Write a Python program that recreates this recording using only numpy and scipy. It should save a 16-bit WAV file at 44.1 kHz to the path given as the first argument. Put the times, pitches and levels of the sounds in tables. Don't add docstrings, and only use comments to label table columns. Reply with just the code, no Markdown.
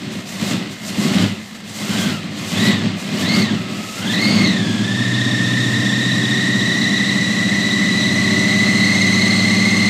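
import sys
import numpy as np
from scipy import signal
from scipy.fft import rfft, irfft
from scipy.io import wavfile
from scipy.ndimage import uniform_filter1d

SR = 44100
rng = np.random.default_rng(int(sys.argv[2]) if len(sys.argv) > 2 else 0)


def waveform_to_disk(signal):
    frames = np.transpose(np.atleast_2d(signal))
    scaled = np.clip(frames, -1, 1) * 32767
    samples = np.round(scaled).astype(np.int16)
    wavfile.write(sys.argv[1], SR, samples)


def boost(x):
    u = np.asarray(x, float) / 20
    return 10 ** u


N = 436149

# pitch_hz, width_hz, level_db
PIPE = [(102.8, 13.8, -4), (122.3, 34, -11), (177.5, 24.6, -2), (202.4, 22.7, 2), (225, 56, -6),
        (293.2, 48, -10.5), (379.2, 12.9, -10.5), (433, 170, -31), (600.6, 22, -20)]
IDLING_DB = -49


def curve(table):
    s, *columns = np.transpose(table)
    return [np.interp(np.arange(N) / SR, s, c) for c in columns]


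def unit(x, follow_s=None):
    power = np.mean(x ** 2) if follow_s is None else uniform_filter1d(x ** 2, int(follow_s * SR))
    return x / np.sqrt(power + 1e-12)


def colour(x, points, lo_hz, hi_hz):
    hz = np.fft.rfftfreq(N, 1 / SR) + 1
    point_hz, point_db = np.transpose(points)
    gain = boost(np.interp(np.log(hz), np.log(point_hz), point_db))
    inside = (hz > lo_hz) & (hz < hi_hz)
    return irfft(rfft(x) * gain / np.sqrt(np.sum(gain[inside] ** 2) / len(hz)), N)


def ring(x, hz, width):
    return signal.lfilter(*signal.iirpeak(hz, hz / width, SR), x)


def walk(rate):
    lowpass = signal.butter(2, rate / 2, fs=SR / 32, output="sos")
    coarse = signal.sosfilt(lowpass, rng.standard_normal(N // 32 + 2))
    return np.interp(np.arange(N) / 32, np.arange(len(coarse)), unit(coarse))


def traffic():
    # pitch_hz, level_db (per Hz)
    murmur = [(40, -32), (90, -23), (200, 19), (500, -20), (2000, 1), (8000, -40), (15000, -46)]
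    return boost(-46 + 1.1 * walk(1.0)) * colour(rng.standard_normal(N), murmur, 40, 15000)


def speed():
    # picks_up_s, from_hz, fastest_s, fastest_hz, sagged_s
    hunts = [
        (.28, 7.4, .55, 11.2, .83),
        (.87, 7.8, 1.2, 12.9, 1.55),
        (1.62, 6.7, 2.01, 13.3, 2.29),
        (2.4, 9.6, 2.68, 16.6, 3.02),
        (3.1, 9.9, 3.36, 18.7, 3.63),
        (3.9, 10.6, 4.32, 18.7, 4.7),
    ]
    # start_s, cycles_hz
    idle = [(4.75, 13.85), (5.0, 15.16), (5.6, 15.39), (6.2, 15.74), (7.1, 16.27), (8.0, 16.55),
            (8.45, 16.8), (9.0, 17.15), (9.5, 17.24)]
    rows, lows = [], [row[1] for row in hunts[1:]] + [idle[0][1]]
    for (picks, low_hz, top, top_hz, sagged), next_hz in zip(hunts, lows):
        rows += [(picks, low_hz), (top, top_hz), (sagged, next_hz)]
    s, hz = np.transpose(rows + idle)
    place = np.interp(np.arange(N) / SR, s, np.arange(len(s)))
    part = place % 1
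    eased = np.where(place < len(rows) + 1, .5 - .5 * np.cos(np.pi * part), part)
    return uniform_filter1d(np.interp(place - part + eased, np.arange(len(s)), hz), SR // 40)


def firings(cycle):
    # strength_db, header_travel_ms
    cylinders = [(-5.5, 0.22), (7, 2.28), (5, 1.65), (5, 3.87), (-5, 0.33), (-10.5, 2.45), (5, 1.32),
                 (-8, 2.2)]
    scatter_db, uneven = 3.8, .6
    count = np.arange(1, int(8 * cycle[-1]))
    at = np.interp(count, 8 * cycle, np.arange(N))
    own_db, travel_ms = np.array(cylinders)[count % 8].T
    chance = rng.standard_normal((N // 100, 2))[:len(count)].T
    late_ms = uneven * travel_ms + 0.13 * scatter_db * chance[1]
    at = np.clip(at + late_ms * SR / 1000, 0, N - 2)
    size = boost(uneven * own_db + scatter_db * chance[0])
    whole, part = at.astype(int), at % 1
    return np.bincount(whole, size * (1 - part), N) + np.bincount(whole + 1, size * part, N)


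def puffs(pulses, decay_s, steady):
    flare = signal.lfilter([1], [1, -np.exp(-1 / (decay_s * SR))], np.sqrt(pulses))
    return unit(rng.standard_normal(N) * (steady + unit(flare, 1.0)), 0.37)


def throttle():
    # opens_s, wide_s, shuts_s, ajar_db, wide_db
    gulps = [
        (.1, 0.423, 0.52, -62, -49),
        (.69, .98, 1.23, -59.5, -48.5),
        (1.508, 1.847, 2.11, -64, -49),
        (2.3, 2.525, 2.68, -61, -45.5),
        (2.95, 3.202, 3.38, -55, -49.5),
        (3.57, 4.16, 3.56, -61.5, -50.5),
    ]
    # start_s, extra_db
    flutters = [(.07, -2), (.125, 10), (.24, -6), (.29, 3.5), (.72, 4), (.81, -4), (.89, 5.5), (1.11, -4),
                (1.56, 8), (1.63, -7), (2.39, 7), (3.6, 0)]
    shut_db, ajar_s, snap_s, flutter_s = -64, 0.053, .1, 0.018
    rows = [(0.049, gulps[0][3])]
    for opens, wide, shuts, ajar_db, db in gulps:
        rows += [(opens, shut_db), (opens + ajar_s, ajar_db)]
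        rows += [(wide, db), (shuts, db), (shuts + snap_s, shut_db)]
    t = np.arange(N) / SR
    flutter = sum(db * np.exp(-((t - s) / flutter_s) ** 2) for s, db in flutters)
    caught_db = -53.5
    caught = [(rows[-1][0], caught_db), (4.6, caught_db), (5.6, IDLING_DB)]
    return curve(rows[:-1] + caught)[0] + flutter


def suction(pulses, hunting):
    # pitch_hz, level_db (per Hz)
    hiss = [(2500, 6.5), (4000, 12.5), (7500, 12), (9500, 3.5), (10700, -2), (13300, -2), (14600, -1.5),
            (15300, -16), (16000, -17)]
    whistle_db = np.interp(hunting, (0, 1), (-7, 4))
    air = colour(puffs(pulses, 0.0072, 4.5), hiss, 9810, 13440)
    highpass = signal.butter(2, 11000, "high", fs=SR, output="sos")
    top = signal.sosfilt(highpass, air)
    top = signal.sosfilt(highpass, top[::-1])[::-1]
    return air + (boost(whistle_db) - 1) * top


def burning(hunting):
    # catches_s, strongest_s, exhaust_db, dies_to_db
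    bursts = [
        (0.42, .55, -18.5, -29),
        (0.983, 1.054, -19.5, -23.5),
        (1.172, 1.238, -12, -35),
        (1.807, 1.987, -17.5, -20),
        (2.04, 2.097, -16.5, -32.5),
        (2.564, 2.72, -13, -31),
        (3.134, 3.399, -14, -29.5),
        (3.99, 4.386, -11.5, -19.5),
    ]
    cranking_db, light_s, climb_db_per_s, die_s = -28.5, 0.065, 35, 0.12
    lumpy_db, lumps_hz = 3.5, 4.7
    t = np.arange(N) / SR
    db = np.full(N, cranking_db)
    for catch, top, top_db, low_db in bursts:
        climb = top_db - climb_db_per_s * (top - t)
        lit = np.clip((t - catch) / light_s + 1, 0, 1)
        dying = low_db + (top_db - low_db) * np.exp(-np.abs(t - top) / die_s)
        db = np.where(t < top, db + lit * (climb - db), dying)
    weak = np.clip((-13 - db) / 12, 0, 1)
    return db + hunting * lumpy_db * weak * walk(lumps_hz)


def exhaust(pulses):
    blows = unit(pulses - uniform_filter1d(pulses, SR // 40), .3)
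    pipes = 0
    for k, (hz, width, db) in enumerate(PIPE):
        drive = blows + 1.04 * rng.standard_normal(N)
        wide = 1.31 * width
        pipes = pipes + (-1) ** k * boost(db) * ring(ring(drive, hz, wide), hz, wide)
    return unit(pipes, 0.11)


def housing(x, share):
    # pitch_hz, width_hz, lift_db
    panels = [(1300, 140, 14.5), (1818, 78, 5.5), (1986, 46, 6.5), (2136, 15, 13), (3500, 570, 7.5),
              (4000, 92, -13), (3900, 51, 9.5), (4316, 260, 7), (4760, 67, 9), (6470, 150, 14)]
    return x + share * sum((boost(db) - 1) * ring(x, hz, width) for hz, width, db in panels)


def rasp(pulses):
    # pitch_hz, level_db (per Hz)
    gas = [(300, -0.5), (420, -2), (640, 2), (894, -5.5), (1090, -2.5), (1500, -7), (2100, 2), (2320, -1),
           (3050, -2), (4200, -4), (6000, -14.5), (8000, -16.5), (10500, -37.5), (15000, -66)]
    return colour(housing(puffs(pulses, 0.0039, 3.9), 0.047), gas, 470, 1400)


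def belt(cycle, hunting):
    # multiple, level_db, smear
    overtones = [(1, 3, 1.27), (2, -4, 2.77), (3, -11.5, 2.77), (4, -18, 2.75)]
    # pitch_hz, level_db
    opening = [(600, -26), (1550, -4), (1750, 0.5), (6000, -1), (9000, -0.5)]
    teeth = 118.6
    shrill_db = np.interp(hunting, (0, 1), (-.5, 4.5))
    wobble = np.interp(hunting, (0, 1), (.12, .48))
    turn = 2 * np.pi * 2 * cycle
    slip = 1.35 * np.sin(turn + .9 * walk(6)) + .6 * np.sin(turn / 2 + 1.2)
    slip = slip + .9 * walk(45) + .34 * walk(250)
    mesh = 2 * np.pi * teeth * cycle
    tone = 0
    for k, db, smear in overtones:
        grip_db = 2.2 * np.sin(turn + 1.5) + (1.5 if k == 1 else 3.2) * walk(70)
        lift_db = ((k == 2) - (k == 3)) * shrill_db
        phase = k * mesh + smear * (1 + (k > 1) * wobble) * slip
        tone = tone + boost(db + lift_db + grip_db) * np.sin(phase)
    return colour(0.49 * housing(tone, 0.84), opening, 2200, 21000)


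def belt_level(octaves, intake_db):
    # start_s, level_db
    grip = [(.9, -14), (1.2, 1), (1.6, -19), (2.0, 2.5), (2.16, 0.5), (2.4, -8), (2.57, -6), (2.66, 2.5),
            (2.74, 0), (2.81, -8), (3.15, -9), (3.33, -0.5), (4.3, 1.5), (4.75, -0.5), (5.1, 1.5), (6.8, 3),
            (7.4, 1.5), (8.6, 2)]
    slow_db = 24 * np.minimum(octaves, 0)
    unloaded_db = .25 * np.minimum(intake_db - IDLING_DB, 0)
    return -24 + slow_db + unloaded_db + curve(grip)[0]


def rotor(cycle, octaves):
    meshes = [66.8, 246.]
    drive_db = 15 * octaves
    tone = 0
    for mesh, db, slip, rate in zip(meshes, (-43.5, -35), (1.2, 2.2), (40, 90)):
        level = boost(db + drive_db + 3.25 * walk(rate))
        tone = tone + level * np.sin(2 * np.pi * mesh * cycle + slip * walk(rate))
    return housing(tone, 0.21)


def note(cycle, rate):
    # multiple_of_cycle, cold_db, warm_db
    partials = [(5, -20, -22), (6, -25, -2), (7, -11, -6), (7.98, 7.5, -3.5), (9.26, -9, -16),
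                (10.04, -5.5, -16), (10.96, -19, 3), (12.17, -6.5, -3), (13, -11, -3), (13.87, -11, -6.5),
                (14.94, -3.5, -7), (15.92, -23, -22), (16.79, -5.5, -2), (17.79, 1, -7), (18.73, -0.5, -9),
                (20, -7, -8), (20.4, -4, -12), (21.63, -19, -3), (22.6, -1, -7.5), (23.74, -9, -10),
                (29.17, -1, -7.5), (36.26, -12, -3)]
    # start_s, warmth_0_to_1
    warming = [(4.5, 0.9), (4.62, 0.05), (6.5, 0.23), (6.65, 0.59), (8.0, 0.7), (8.85, 0.97)]
    hz = np.arange(20., 800)
    power = sum(boost(2 * db) / (1 + ((hz - f * f / hz) / (0.88 * w)) ** 2) ** 2 for f, w, db in PIPE)
    pipes_db = 10 * np.log10(power)
    warmth, out = curve(warming)[0], 0
    for k, cold_db, warm_db in partials:
        db = cold_db + warmth * (warm_db - cold_db) + 0.68 * np.interp(k * rate, hz, pipes_db)
        level = boost(db + 1.43 * walk(4.1))
        drift = 0.9 * rng.standard_normal() + 0.24 * walk(4.4)
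        out = out + level * np.sin(k * 2 * np.pi * cycle + drift)
    return unit(out, 0.4)


def yard(x):
    # delay_ms, level_db
    echoes = [(13, -17), (27, -18), (46, -19)]
    t60_s, tail_db = .45, -13
    t = np.arange(SR // 2) / SR
    tail = rng.standard_normal(len(t)) * np.exp(-np.log(1000) * t / t60_s) * (t > .012)
    response = boost(tail_db) * tail / np.sqrt(np.sum(tail ** 2))
    response[0] = 1
    for ms, db in echoes:
        response[int(ms * SR / 1000)] += boost(db)
    return signal.fftconvolve(x, response / np.sqrt(np.sum(response ** 2)))[:N]


def scene():
    # start_s, distance_m
    distance = [
        (6.2, 3.36),
        (7.5, 3.4),
        (8.8, 2.44),
        (9.89, 2.5),
    ]
    # start_s, share_0_to_1 of exhaust power that repeats every cycle
    repeating = [(4.15, .08), (4.28, .6), (4.44, .6), (4.55, .05), (5.0, .18), (5.1, .66), (5.9, .66),
                 (6.0, .35), (6.2, .5), (6.5, .5), (6.62, .45), (7.1, .88), (8.5, .88), (9.0, .96)]
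    rate = speed()
    cycle = np.cumsum(rate) / SR
    octaves = np.log2(rate / 16.2)
    hunting = np.interp(np.arange(N) / SR, (4.42, 4.58), (1, 0))
    near_db = 20 * np.log10(distance[0][1] / curve(distance)[0])
    burn_db, intake_db = burning(hunting), throttle()
    pulses = firings(cycle)

    chatter_db = 2.2 * hunting * walk(16)
    air = boost(intake_db + chatter_db) * suction(pulses, hunting)
    whine = boost(belt_level(octaves, intake_db)) * belt(cycle, hunting) + rotor(cycle, octaves)
    bay = boost(near_db) * (air + whine)

    gas_db = -34.5 + 0.5 * (burn_db + 17) + 0.21 * (intake_db + 51) + 3 * hunting + 2 * octaves + near_db
    blow = boost(burn_db + near_db)
    steady = curve(repeating)[0]
    engine = blow * np.sqrt(1 - steady) * exhaust(pulses) + boost(gas_db) * rasp(pulses) + bay
    return (yard(engine) + blow * np.sqrt(steady) * note(cycle, rate) + traffic())[None]


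def thrift(x):
    # pitch_hz, share_0_to_1
    dropped = [(2000, .002), (8500, .004), (10500, .02), (13500, .015), (14300, .1), (14900, .5),
               (15300, .8)]
    hz, _, z = signal.stft(x, SR, nperseg=1024)
    band = (hz / 260).astype(int)
    luck = rng.random((band[-1] + 1, z.shape[-1] // 2 + 1))
    luck = np.repeat(luck, 2, axis=1)[band, :z.shape[-1]]
    keep = luck > np.interp(hz, *np.transpose(dropped), left=0)[:, None]
    return signal.istft(z * keep, SR, nperseg=1024)[1][:, :N]


def band_limit(x):
    return signal.sosfilt(signal.butter(12, 15200, fs=SR, output="sos"), x)


def record(dry):
    rounded = np.tanh(1.459 * dry) / 1.28
    thin = signal.sosfilt(signal.butter(5, 92, "high", fs=SR, output="sos"), rounded)
    thin = thin - .85 * ring(thin, 2280, 120)
    wind = [(20, -6), (40, -2), (60, 0), (90, -20), (200, -50)]  # (Hz, dB)
    breeze = boost(-63) * colour(rng.standard_normal(N), wind, 10, 200)
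    return band_limit(thrift(thin + breeze))


dry = scene()
out = record(dry)
waveform_to_disk(out)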